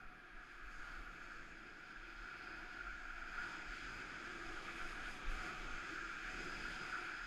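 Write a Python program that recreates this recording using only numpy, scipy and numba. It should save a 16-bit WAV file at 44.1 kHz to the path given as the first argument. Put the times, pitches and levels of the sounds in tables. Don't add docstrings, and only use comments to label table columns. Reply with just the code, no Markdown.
import sys
import numpy as np
from scipy import signal
from scipy.fft import rfft, irfft, next_fast_len
from scipy.io import wavfile
from scipy.ndimage import uniform_filter1d
from numba import njit

SR = 44100
rng = np.random.default_rng(int(sys.argv[2]) if len(sys.argv) > 2 else 0)


def persist_wave(psi):
    counts = np.round(np.clip(psi, -1, 1) * 32767).astype(np.int16)
    wavfile.write(sys.argv[1], SR, np.atleast_2d(counts).T)


N = 320166

# start in seconds, level of the glide hiss
# in its main modes in dB, level in its upper modes in dB, level of the edge bite in dB.
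GLIDE_CURVE = [(0.0, -61.5, -68, -67), (0.18, -64.5, -64.5, -68), (0.97, -56.5, -58.5, -63),
               (0.99, -59, -61.5, -64), (1.41, -61, -59.5, -63), (1.86, -58.5, -64.5, -64),
               (1.96, -56.5, -58.5, -65), (2.06, -59, -65, -60.5), (2.22, -55, -61, -64),
               (2.34, -53.5, -59.5, -59.5), (2.71, -55, -58.5, -60.5), (2.87, -51, -65, -60),
               (2.97, -52.5, -60, -62), (3.32, -54, -59, -59), (3.37, -48.5, -54, -57.5),
               (3.62, -54.5, -59.5, -57.5), (3.74, -50.5, -55, -56), (3.78, -55, -63, -57),
               (3.8, -61, -58, -57), (3.84, -53.5, -58.5, -57), (4.49, -53.5, -56.5, -57.5),
               (4.51, -58, -55, -56), (4.57, -53, -58, -57.5), (4.63, -59, -61, -58),
               (4.69, -54.5, -55.5, -55), (4.75, -59, -57, -57), (4.81, -51.5, -57, -55.5),
               (4.91, -56.5, -56.5, -56.5), (5.09, -50, -52.5, -55.5), (5.13, -60, -63, -57.5),
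               (5.17, -63, -60, -57.5), (5.28, -51.5, -53.5, -57.5), (5.34, -54.5, -59.5, -56.5),
               (5.46, -50.5, -55, -54.5), (5.5, -52.5, -60, -55.5), (5.66, -52.5, -60, -56),
               (6.05, -51, -53, -56), (6.11, -50, -59, -56), (6.19, -52.5, -54.5, -56),
               (6.41, -49.5, -57, -53), (6.43, -50.5, -59, -55), (6.53, -49.5, -53, -57),
               (6.57, -53, -56, -54), (6.69, -49.5, -54, -55.5), (6.91, -51, -59, -54.5),
               (6.93, -48.5, -53, -57), (7.0, -50, -56, -55), (7.1, -49, -53, -56.5),
               (7.2, -51, -55, -57.5), (7.26, -51, -55, -60)]
# start in seconds, level of the scrape in dB,
# level of the spray in dB, level of the whistling band in dB.
EDGE_CURVE = [(0, -85, -94, -85), (.34, -88, -93, -89.5), (.45, -81.5, -91, -80), (.69, -80, -92, -86),
              (.75, -73, -89, -78), (.85, -74, -84.5, -78), (.97, -77.5, -89, -80), (1.08, -78, -89, -83),
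              (1.2, -77, -92, -83), (1.32, -74, -89, -76), (1.45, -77.5, -91, -81), (1.62, -81, -93, -77),
              (2.15, -80, -92, -77), (2.4, -77, -88, -72), (2.68, -77.5, -88.5, -72.5),
              (3.0, -75.5, -92, -80.5), (3.3, -74.5, -90, -73), (3.5, -70.5, -83, -67.5),
              (3.64, -72.5, -90, -73), (3.77, -70, -84, -69.5), (4.15, -72, -87, -72),
              (4.45, -70, -82, -70), (4.53, -69, -81, -71), (4.75, -70, -78, -74), (4.86, -69.5, -77, -69),
              (4.93, -70, -76, -71), (4.98, -71, -81, -78), (5.12, -68.5, -76, -69), (5.2, -70, -80, -71),
              (5.26, -73, -84, -79), (5.31, -68.5, -78, -76), (5.45, -68, -80, -69),
              (5.75, -70, -86.5, -75), (5.95, -67.5, -83, -71), (6.2, -70.5, -85.5, -72),
              (6.42, -67, -83, -66.5), (6.65, -67.5, -78, -65), (6.85, -68, -80, -65.5),
              (7.05, -69.5, -81, -68.5), (7.26, -71, -88, -70)]
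# start in seconds, level of the air rush in dB,
# level of the upper hollow mode of the case in dB, level of the lower skirt of the glide band in dB.
AIR_CURVE = [(0, -66, -75, -65), (.3, -71, -74.5, -68), (.7, -68.5, -73, -64), (.86, -65.5, -72, -59.5),
             (1.1, -65.5, -72.5, -65), (1.65, -66, -74.5, -70), (2.05, -67.5, -72.5, -71),
             (2.5, -65, -69, -64.5), (2.92, -66, -70, -73), (3.2, -67.5, -66, -70), (3.5, -62.5, -70, -60),
             (3.7, -62.5, -68, -68), (4.1, -61, -74, -60.5), (4.4, -60.5, -65, -59.5),
             (4.6, -59, -64.5, -59), (4.85, -61, -66, -57), (5.08, -61, -64.5, -61.5),
             (5.27, -61.5, -72, -59), (5.46, -57.5, -63, -55.5), (5.76, -61, -68, -58.5),
             (5.94, -59.5, -70, -60), (6.15, -62, -67.5, -61.5), (6.43, -57.5, -68, -63.5),
             (6.72, -59.5, -73, -67), (6.85, -59, -69.5, -57.5), (7.1, -63, -64.5, -66),
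             (7.26, -66, -72, -63)]
# start in seconds, level of the gritty upper band of the bite in dB,
# level of the band between the hollow mode and the glide in dB.
GRIT_CURVE = [(0.0, -77.5, -82), (0.55, -73, -77), (0.73, -73.5, -85), (0.87, -67, -67.5), (0.98, -71, -75),
              (1.1, -73.5, -77), (1.33, -71.5, -78), (1.6, -72.5, -80), (2.67, -67.5, -68),
              (2.97, -70, -78), (3.01, -70, -70), (3.26, -69.5, -72), (3.52, -63, -63), (3.66, -68, -70),
              (3.78, -62, -79), (3.96, -65.5, -69), (4.53, -64, -74), (4.59, -62.5, -66),
              (4.89, -63, -68.5), (4.93, -64.5, -64), (5.07, -61.5, -70), (5.11, -64, -65),
              (5.3, -62.5, -71), (5.88, -64, -68), (5.9, -62.5, -75), (6.05, -64.5, -73.5),
              (6.81, -60, -66.5), (6.85, -62, -65.5), (7.22, -65.5, -68), (7.26, -66, -69)]


def undb(db):
    return 10 ** (np.asarray(db) / 20)


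def level(x, db):
    return x * undb(db) / np.sqrt(np.mean(x ** 2))


def curves(table):
    seconds, *columns = np.transpose(table)
    return [np.interp(np.arange(N) / SR, seconds, column) for column in columns]


def walk(rate):
    hold = int(SR / rate)
    steps = np.repeat(rng.standard_normal(N // hold + 1), hold)
    slewed = uniform_filter1d(uniform_filter1d(steps, hold), hold)
    return 0.95 * slewed[:N]


def coloured(shape):
    hz, db = np.transpose(shape)
    f = np.maximum(np.arange(N // 2 + 1) * SR / N, 1.)
    gain = undb(np.interp(np.log(f), np.log(hz), db, left=-60, right=-60))
    return level(irfft(rfft(rng.standard_normal(N)) * gain, N), 0)


@njit
def resonate(x, hz, width):
    y, band, low = np.empty(len(x)), 0., 0.
    for i in range(len(x)):
        g = np.tan(np.pi * hz[i] / SR)
        damping = width / hz[i]
        v = (band + g * (x[i] - low)) / (1 + g * (g + damping))
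        band, low = 2 * v - band, low + 2 * g * v
        y[i] = damping * v
    return y


def ring(modes, drift, flicker_db):
    out = 0
    for hz, width, db in modes:
        centre = hz * (1 + drift * walk(2.06))
        once = resonate(rng.standard_normal(N), centre, 1.5 * width)
        tone = resonate(once, centre, 1.5 * width)
        out = out + level(tone, db + 10 * np.log10(width) + flicker_db * walk(3.59))
    return level(out, 0)


def through_case(modes, shape, between_db, drift, flicker_db, rough_db, rough_hz):
    x = ring(modes, drift, flicker_db) + undb(between_db) * coloured(shape)
    return level(x * undb(rough_db * walk(rough_hz)), 0)


def hiss_flutter():
    # centre in seconds, change in dB, a rise or a slight dip.
    changes = [(.44, 4), (.8, 2.5), (.85, -1), (.89, 1), (.95, 4), (1.07, 6), (1.31, 3.5), (1.9, -0.5),
               (2.81, 4), (2.875, 2.5), (2.93, 2), (3.1, 4), (3.39, 0), (3.425, 2), (4.57, 5), (4.69, 2),
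               (4.82, 4), (5.09, -0.5), (5.99, 4.5), (6.53, 1), (6.95, 3.5), (7.09, 3.5)]
    spread_s = 0.015
    t = np.arange(N) / SR
    change_db = sum(db * np.exp(-((t - s) / spread_s) ** 2) for s, db in changes)
    return change_db + 1.1 * walk(35.) + 0.73 * walk(12.)


def glide(flutter_db):
    # centre in Hz, width in Hz, relative level in dB per Hz.
    main_modes = [(1414.6, 115, 3.5), (1502, 117, -2)]
    # centre in Hz, width in Hz, relative level in dB per Hz.
    upper_modes = [(1642, 108, 2.5), (1582, 61, -8), (1705, 98, -6)]
    main_db, upper_db, _ = curves(GLIDE_CURVE)
    main = undb(main_db + flutter_db) * ring(main_modes, drift=0.0025, flicker_db=0.7)
    upper = undb(upper_db + 0.45 * flutter_db) * ring(upper_modes, drift=0.0027, flicker_db=0.8)
    return main + upper


def skirt_and_valley(flutter_db):
    # frequency in Hz, relative level in dB per Hz.
    skirt_shape = [(950, -34), (1060, -8.5), (1200, 3.5), (1290, 7), (1380, -5), (1500, -28)]
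    # frequency in Hz, relative level in dB per Hz.
    valley_shape = [(560, -15), (800, -0.5), (950, 1.5), (1080, -5.5), (1200, -23)]
    skirt_db = curves(AIR_CURVE)[2] + 0.55 * flutter_db + 0.57 * walk(16.)
    valley_db = curves(GRIT_CURVE)[1]
    return undb(skirt_db) * coloured(skirt_shape) + undb(valley_db) * coloured(valley_shape)


def bite(flutter_db, surge_db):
    # centre in Hz, width in Hz, relative level in dB per Hz.
    modes = [(1968, 193, -2), (2312, 256, 1.9), (2533, 147, -0.5)]
    # frequency in Hz, relative level in dB per Hz.
    between = [(1100, -25), (1750, -4), (1950, 1.5), (2700, -2.5), (3000, -13), (3600, -29)]
    x = through_case(modes, between, between_db=-5., drift=0.01, flicker_db=0.4, rough_db=0.55, rough_hz=25.03)
    return undb(curves(GLIDE_CURVE)[2] + 0.51 * surge_db + 0.18 * flutter_db) * x


def grit(surge_db):
    # centre in Hz, width in Hz, relative level in dB per Hz.
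    modes = [(3274, 430, -3)]
    # frequency in Hz, relative level in dB per Hz.
    between = [(2500, -18), (2900, -1.5), (4000, -8), (5700, -15), (7000, -19.5)]
    x = through_case(modes, between, between_db=3., drift=0.006, flicker_db=0.3, rough_db=0.6, rough_hz=25.)
    return undb(curves(GRIT_CURVE)[0] + 0.46 * surge_db) * x


def edge_surges():
    return 0.5 * walk(16.) + 0.6 * walk(30.)


def scrape():
    # centre in Hz, width in Hz, relative level in dB per Hz.
    modes = [(6490, 700, -2), (7080, 270, -6)]
    # frequency in Hz, relative level in dB per Hz.
    between = [(4500, -11), (5300, 1.5), (5750, -11), (6400, -2.5), (7500, -5), (8500, -13), (10000, -33)]
    x = through_case(modes, between, between_db=2., drift=0.008, flicker_db=0.4, rough_db=0.9, rough_hz=18.)
    return undb(curves(EDGE_CURVE)[0]) * x


def rasp():
    # centre in Hz, width in Hz, relative level in dB per Hz.
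    modes = [(4500, 370, 0)]
    # start in seconds, level in dB.
    rasp_curve = [(0.0, -87), (0.08, -85), (0.38, -88), (0.97, -74.5), (1.01, -81), (1.35, -77),
                  (1.58, -82), (2.36, -77), (2.38, -73), (3.11, -79.5), (3.42, -72), (3.68, -76),
                  (3.74, -70), (4.06, -75), (5.09, -74), (5.24, -80), (5.48, -69), (5.56, -77), (5.82, -75),
                  (5.94, -70), (6.11, -77), (6.63, -68.5), (7.24, -73), (7.26, -77)]
    return undb(curves(rasp_curve)[0]) * ring(modes, drift=0.006, flicker_db=0.3)


def spray():
    # frequency in Hz, relative level in dB per Hz.
    spray_shape = [(6500, -19), (8000, -4), (9300, -0.5), (10200, -5.5), (11000, -7.5), (12500, -20)]
    return undb(curves(EDGE_CURVE)[1] + 1.3 * walk(18.)) * coloured(spray_shape)


def mist():
    # frequency in Hz, relative level in dB per Hz.
    mist_shape = [(8500, -19), (10000, -7.5), (10800, 3.5), (12000, -1), (13200, 1)]
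    scrape_db, spray_db, _ = curves(EDGE_CURVE)
    full_mist_db, full_spray_db, full_scrape_db = -85, -80, -70
    per_spray, per_scrape = 0.49, 0.18
    mist_db = full_mist_db + per_spray * (spray_db - full_spray_db) + per_scrape * (scrape_db - full_scrape_db)
    return undb(mist_db + 2.3 * walk(14.)) * coloured(mist_shape)


def whistle(surge_db):
    # centre in Hz, width in Hz, relative level in dB per Hz.
    modes = [(4890, 105, 0.5), (5020, 105, -0.5), (4900, 600, -10.5)]
    return undb(curves(EDGE_CURVE)[2] + 0.89 * surge_db) * ring(modes, drift=0.003, flicker_db=0.4)


def air_rush():
    # frequency in Hz, relative level in dB per Hz.
    air_shape = [(30, -16), (60, -5), (100, -3.5), (160, -1.5), (300, -0.5), (420, -5.5), (620, -9.5),
                 (1000, -13), (1500, -31)]
    return undb(curves(AIR_CURVE)[0] + 0.85 * walk(4.48)) * coloured(air_shape)


def case_boom():
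    # centre in Hz, width in Hz, relative level in dB per Hz.
    modes = [(334, 40, 0)]
    # start in seconds, level in dB.
    boom_curve = [(0, -78), (.45, -69.5), (.75, -76), (1.5, -70), (1.9, -71.5), (2.3, -68), (2.5, -64),
                  (3.0, -73), (3.5, -65.5), (4.0, -65.5), (4.5, -60), (4.92, -64), (5.06, -67.5),
                  (5.2, -70), (5.48, -60.5), (5.76, -70), (5.96, -57), (6.22, -69.5), (6.38, -58.5),
                  (6.85, -69), (7.08, -61), (7.26, -77)]
    return undb(curves(boom_curve)[0]) * ring(modes, drift=0.008, flicker_db=0.)


def case_hollow():
    # centre in Hz, width in Hz, relative level in dB per Hz.
    modes = [(735, 30, 1.5), (682, 55, -4)]
    return undb(curves(AIR_CURVE)[1] + 1.1 * walk(16.)) * ring(modes, drift=0.0033, flicker_db=1.9)


def mount_shake():
    # frequency in Hz, relative level in dB per Hz.
    bob_shape = [(3, -21), (8, -1), (15, 2.5), (24, 0.5), (34, 3), (43, -1.5), (53, -23), (80, -30)]
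    # start in seconds, level in dB.
    shake_curve = [(0.0, -75), (0.08, -52), (0.12, -66), (0.3, -67), (0.36, -50.5), (0.48, -67),
                   (0.67, -49), (0.71, -59), (0.81, -48), (0.85, -59), (0.93, -51), (1.11, -54.5),
                   (1.17, -68), (1.25, -51.5), (1.31, -65), (1.35, -54.5), (1.62, -62.5), (1.94, -68),
                   (1.98, -54), (2.06, -60.5), (2.22, -54.5), (2.3, -71), (2.61, -56.5), (2.77, -63),
                   (2.89, -49.5), (3.01, -56), (3.03, -54), (3.17, -53), (3.21, -50), (3.34, -59),
                   (3.39, -49), (3.5, -67), (3.6, -55), (3.64, -62), (3.7, -46), (3.78, -65), (3.86, -55),
                   (4.14, -65.5), (4.59, -51.5), (4.61, -59), (4.79, -59), (4.85, -45.5), (4.89, -54),
                   (5.11, -49), (5.22, -61), (5.28, -37), (5.54, -66), (5.6, -52), (5.7, -50),
                   (5.74, -44.5), (5.84, -64), (5.96, -57), (6.21, -61), (6.27, -50), (6.49, -58),
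                   (6.53, -55), (6.65, -50), (6.67, -58), (7.16, -64), (7.26, -55)]
    evenness, head_hz = 0.86, 59.5
    x = coloured(bob_shape)
    envelope = np.abs(signal.hilbert(x, next_fast_len(N))[:N])
    swing = uniform_filter1d(envelope, SR // 50)
    push_db = curves(shake_curve)[0] + 2.5 * walk(50.)
    pushed = level(x / swing ** evenness, 0) * undb(push_db)
    return signal.sosfiltfilt(signal.butter(2, head_hz, fs=SR, output="sos"), pushed)


def microphone_hiss():
    # frequency in Hz, relative level in dB per Hz.
    hiss_shape = [(3000, -12), (8000, -4), (13500, -2)]
    return undb(-99) * coloured(hiss_shape)


def scene():
    flutter_db = hiss_flutter()
    surge_db = edge_surges()
    snow = glide(flutter_db) + skirt_and_valley(flutter_db) + bite(flutter_db, surge_db) + grit(surge_db)
    edge = undb(surge_db) * (scrape() + rasp() + spray() + mist())
    wind = whistle(surge_db) + air_rush() + case_boom() + case_hollow()
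    return (snow + edge + wind + mount_shake())[None]


def record(dry):
    x = dry + microphone_hiss()
    top_hz = 12900
    return signal.sosfilt(signal.ellip(8, .2, 60, top_hz, fs=SR, output="sos"), x)


dry = scene()
out = record(dry)
persist_wave(out)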